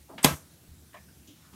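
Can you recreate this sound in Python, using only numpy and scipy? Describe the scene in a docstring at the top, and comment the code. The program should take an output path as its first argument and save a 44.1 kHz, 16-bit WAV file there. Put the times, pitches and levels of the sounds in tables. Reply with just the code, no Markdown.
"""In a workshop, the door of a microwave oven on a steel bench is pushed shut, close by.
The hooks touch and ride up the latch, then snap home in one clack; the metal case booms
and rings into the room. A few soft knocks and bumps of handling follow over a low rumble and hiss."""
import sys
import numpy as np
from scipy import signal
from scipy.fft import irfft
from scipy.io import wavfile
from scipy.ndimage import uniform_filter1d

SR = 44100
rng = np.random.default_rng(int(sys.argv[2]) if len(sys.argv) > 2 else 0)


def store_wav(level_fs):
    """Save 16-bit WAV to argv[1]."""
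    pcm = np.round(np.clip(np.atleast_2d(level_fs), -1, 1) * 32767)
    wavfile.write(sys.argv[1], SR, pcm.T.astype(np.int16))


N = 68355

# tone of the room's rumble and hiss: f/Hz, level/dB
ROOM_TONE = [(15, -76), (25, -35.5), (48, -25), (70, 2.5), (108, -6), (153, -2.5), (236, -9), (344, -11),
             (405, -17.5), (516, -19.5), (1070, -24.5), (1480, -23), (2050, -25.5), (12200, -24),
             (16000, -29.5)]
# dull bumps of the oven on the bench: t/s, level/dB, rise/s, fade/s, f/Hz
# (a fade is the time a sound takes to fall by 60 dB)
BUMPS = [(.003, -51, .012, 0.44, 72.7), (0.244, -31.5, 0.0043, 0.16, 72.5),
         (.309, -33.5, 0.03, 0.072, 78.6), (.525, -50, 0.0088, 0.066, 159),
         (.689, -44, 0.0034, 0.082, 80.6), (.714, -44, 0.0032, 0.21, 79.3),
         (.772, -51.5, 0.0046, 0.18, 81.8), (1.284, -49.5, 0.0077, 0.11, 102.6)]
# light touches of latch and hands: t/s, level/dB, rise/s, fade/s, f/Hz, width/octaves
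KNOCKS = [(.082, -49, 0.024, 0.22, 707, 0.65), (0.096, -49.5, 0.012, 0.27, 292, .45),
          (.133, -50, 0.0029, 0.18, 706, 0.2), (.14, -50.5, 0.022, 0.42, 206, 0.46),
          (0.1788, -43, 0.0018, 0.12, 2580, 0.4), (0.18, -41, .002, 0.18, 860, 1.28),
          (0.1805, -52, .001, 0.1, 4040, 0.046), (.182, -59, 0.0013, .12, 4940, .04),
          (0.2294, -30, 0.00046, 0.06, 8400, 0.13), (0.2342, -41, 0.0013, 0.034, 1160, 0.42),
          (0.931, -49.5, 0.0019, 0.27, 1782, 0.083), (0.9429, -47, 0.0023, 0.18, 652, 0.13),
          (0.9422, -47.5, 0.003, 0.15, 1004, .2), (0.943, -54.5, 0.0028, 0.14, 2500, 0.4),
          (0.965, -53.5, 0.0055, .09, 2250, 0.14), (1.074, -64, 0.014, 0.34, 1550, 0.15),
          (1.269, -58, 0.01, 0.47, 3220, 0.25), (1.272, -57.5, 0.0046, 0.23, 6200, 0.31),
          (1.272, -52, 0.014, 0.27, 285, 0.25), (1.433, -64.5, 0.013, 0.68, 1400, .35),
          (1.523, -54.5, .01, 0.39, 219, 0.54), (1.524, -61, 0.0095, 0.43, 1060, 0.25),
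          (1.526, -60, .01, 0.32, 3120, 0.84)]
# tone of the ringing panels and room: f/Hz, level/dB
PANEL_TONE = [(30, -31), (70, -11), (130, -8.5), (280, 4.5), (500, -1), (900, -0.5), (1500, -1.5),
              (2200, -5), (3500, -5), (4800, -10.5), (7000, -11.5), (11000, -14.5), (13500, -12.5),
              (16000, -26.5)]
# how long they ring: f/Hz, fade/s
PANEL_FADES = [(100, 0.35), (500, 0.33), (2000, .28), (4000, 0.23), (7000, 0.32), (15000, 0.3)]
# how their level steps at DROP_S: f/Hz, change/dB
PANEL_DROP = [(100, -8), (1000, -6), (3500, -4), (6000, 0), (15000, 0.5)]
# notes the metal case rings at: f/Hz, level/dB, fade/s
CASE_NOTES = [(147, -19.5, 0.22), (174, -31, 0.26), (267.6, -12, 0.06), (356.4, -20, 0.062),
              (460.2, -22, .11), (605.6, -31, 0.21), (639, -33, 0.3), (757.3, -22.5, .08),
              (842.4, -26.5, 0.12), (1012, -26, 0.16), (1167, -36.5, .14), (1326, -35.5, 0.19),
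              (1970, -32, .1), (2620, -28, .14)]
# the door's slam and rebound: t/s, level/dB, contact time/s
DOOR_BLOWS = [(0.2457, 0.5, 0.00016), (0.3082, -10, 0.0029)]
# hooks sliding on the latch: t/s, level/dB, rise/s, fade/s
HOOK_SLIDES = [(0.2297, -35, 0.0046, .07), (0.2391, -27, 0.0022, 0.14), (0.2435, -21, 0.0011, .025)]
# hooks snapping home: t/s, level/dB
HOOK_SNAPS = [(.2456, 4), (.2472, -2.5), (0.2478, 0), (0.2491, -4), (.2552, -10.5), (.2590, -9.5)]
# tone of the snaps and slides: f/Hz, level/dB
LATCH_TONE = [(40, -28.5), (120, -13.5), (400, -6.5), (700, 0), (1100, -0.5), (1500, -16.5), (2000, 2),
              (2600, -3.5), (3350, -0.5), (3850, -5.5), (4900, -3), (5800, -9), (6350, 2), (7400, -9),
              (8200, -0.5), (9500, -7.5), (10400, -6.5), (11200, 2), (13000, -9.5), (16000, -18.5)]

DROP_S, DROP_TIME_S = 0.345, 0.0055  # the ringing steps down in level: when, and how fast


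def amp(db):
    """Turns decibels into a factor to multiply by."""
    return 10 ** (np.asarray(db) / 20)


def unit(x):
    """Scales a signal to an average (rms) size of 1."""
    return x / np.sqrt(np.mean(x ** 2) + 1e-20)


def look_up(table, hz):
    """A table's value at hz, blending between rows along a pitch scale."""
    f, value = np.transpose(table)
    return np.interp(np.log(hz + 1), np.log(f + 1), value)


def noise(tone):
    """Noise of size 1, shaped by tone(hz) in dB."""
    hz = np.fft.rfftfreq(N, 1 / SR)
    phases = np.exp(2j * np.pi * rng.random(len(hz)))
    return unit(irfft(amp(tone(hz)) * phases, N))


def since(start):
    """Seconds since start, zero before."""
    return np.maximum(np.arange(N) / SR - start, 0)


def strike(start, rise, fade):
    """The loudness of a hit: it climbs steadily, then dies away."""
    t = since(start)
    return np.minimum(t / rise, 1) * amp(-60 * np.maximum(t - rise, 0) / fade)


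def dropped(t):
    """Goes from 0 to 1 as the ringing steps down."""
    return np.clip((t - DROP_S) / DROP_TIME_S, 0, 1)


def background():
    """The room rumbles and hisses, drifting in soft patches."""
    level_db, drift_db = -56.5, 1.48
    bands = signal.stft(noise(lambda hz: look_up(ROOM_TONE, hz)), SR, nperseg=1024)[2]
    patches = uniform_filter1d(rng.standard_normal(bands.shape), size=14, axis=0)  # smooth over pitch
    patches = unit(uniform_filter1d(patches, size=7, axis=1))  # and over time
    drifting = signal.istft(bands * amp(drift_db * patches), SR, nperseg=1024)[1][:N]
    return amp(level_db) * unit(drifting)


def bump(start, db, rise, fade, hz):
    """The oven rocks briefly on its feet, making one low note."""
    return amp(db) * strike(start, rise, fade) * np.sin(2 * np.pi * hz * since(start))


def knock(start, db, rise, fade, centre_hz, octaves):
    """A light touch stirs a short, noisy ring around one pitch."""
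    def tone(hz):
        octaves_away = np.log2((hz + 1) / centre_hz)
        peak_db = -4 * (octaves_away / octaves) ** 2
        sides_db = -17.5 - 8 * abs(octaves_away)
        return np.maximum(peak_db, sides_db)
    return amp(db) * strike(start, rise, fade) * noise(tone)


def panel_ring():
    """Panels and room ring at many crowded pitches, each band dying at its own speed."""
    start_s, rise_s, level_db = 0.247, 0.0012, -21
    ripple_db = 3 * np.clip(rng.standard_normal(2000), -2, 2)  # random peaks and dips in the tone
    ripple_hz = 35.22 * np.arange(len(ripple_db))
    ring = noise(lambda hz: look_up(PANEL_TONE, hz) + np.interp(hz, ripple_hz, ripple_db))
    hz, t, bands = signal.stft(ring, SR, nperseg=256)
    fall_db = 60 * np.maximum(t - start_s, 0) / look_up(PANEL_FADES, hz)[:, None]
    step_db = look_up(PANEL_DROP, hz)[:, None] * dropped(t)
    fading = signal.istft(bands * amp(level_db - fall_db + step_db), SR, nperseg=256)[1][:N]
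    return fading * np.minimum(since(start_s) / rise_s, 1)


def case_boom():
    """The door's blows ring the metal case; the longer, softer blow stirs only its low notes."""
    level_db, drop_db, low_cut_hz = 0.5, -5, 61
    t = np.arange(SR // 2) / SR
    ring = np.zeros(len(t))
    for k, (hz, db, fade) in enumerate(CASE_NOTES):
        direction = (-1) ** (k // 2)  # every other pair of notes swings the opposite way
        ring += direction * amp(db - 60 * t / fade) * np.sin(2 * np.pi * hz * t)
    force = np.zeros(N)
    for start, db, contact in DOOR_BLOWS:
        push = np.exp(-((since(0) - start) / (contact / 2)) ** 2)
        force += amp(db) * push / push.sum()
    low_cut = signal.butter(2, low_cut_hz, "highpass", fs=SR, output="sos")
    boom = signal.sosfilt(low_cut, signal.fftconvolve(force, ring)[:N])
    return -amp(level_db + drop_db * dropped(since(0))) * boom


def latch():
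    """The hooks scrape over the catch and snap in with a cluster of bright cracks."""
    def tone(hz):
        return look_up(LATCH_TONE, hz)
    snaps = sum(amp(db - 10.5) * strike(start, rise=0.00014, fade=0.015) * noise(tone)
                for start, db in HOOK_SNAPS)
    sliding = sum(amp(db) * strike(start, rise, fade) for start, db, rise, fade in HOOK_SLIDES)
    return snaps + sliding * noise(tone)


def scene():
    """Room, handling and door, added into one channel."""
    handling = sum(bump(*row) for row in BUMPS) + sum(knock(*row) for row in KNOCKS)
    return (background() + handling + panel_ring() + case_boom() + latch())[None]


def record(dry):
    """Rounds off the loudest peaks, then cuts the very highest treble."""
    ceiling, top_hz = 0.95, 15850
    rounded = dry / (1 + (dry / ceiling) ** 4) ** 0.25
    treble_cut = signal.firwin(401, top_hz, window=("kaiser", 8), fs=SR)
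    return signal.oaconvolve(rounded, treble_cut[None], "same")


dry = scene()
out = record(dry)
store_wav(out)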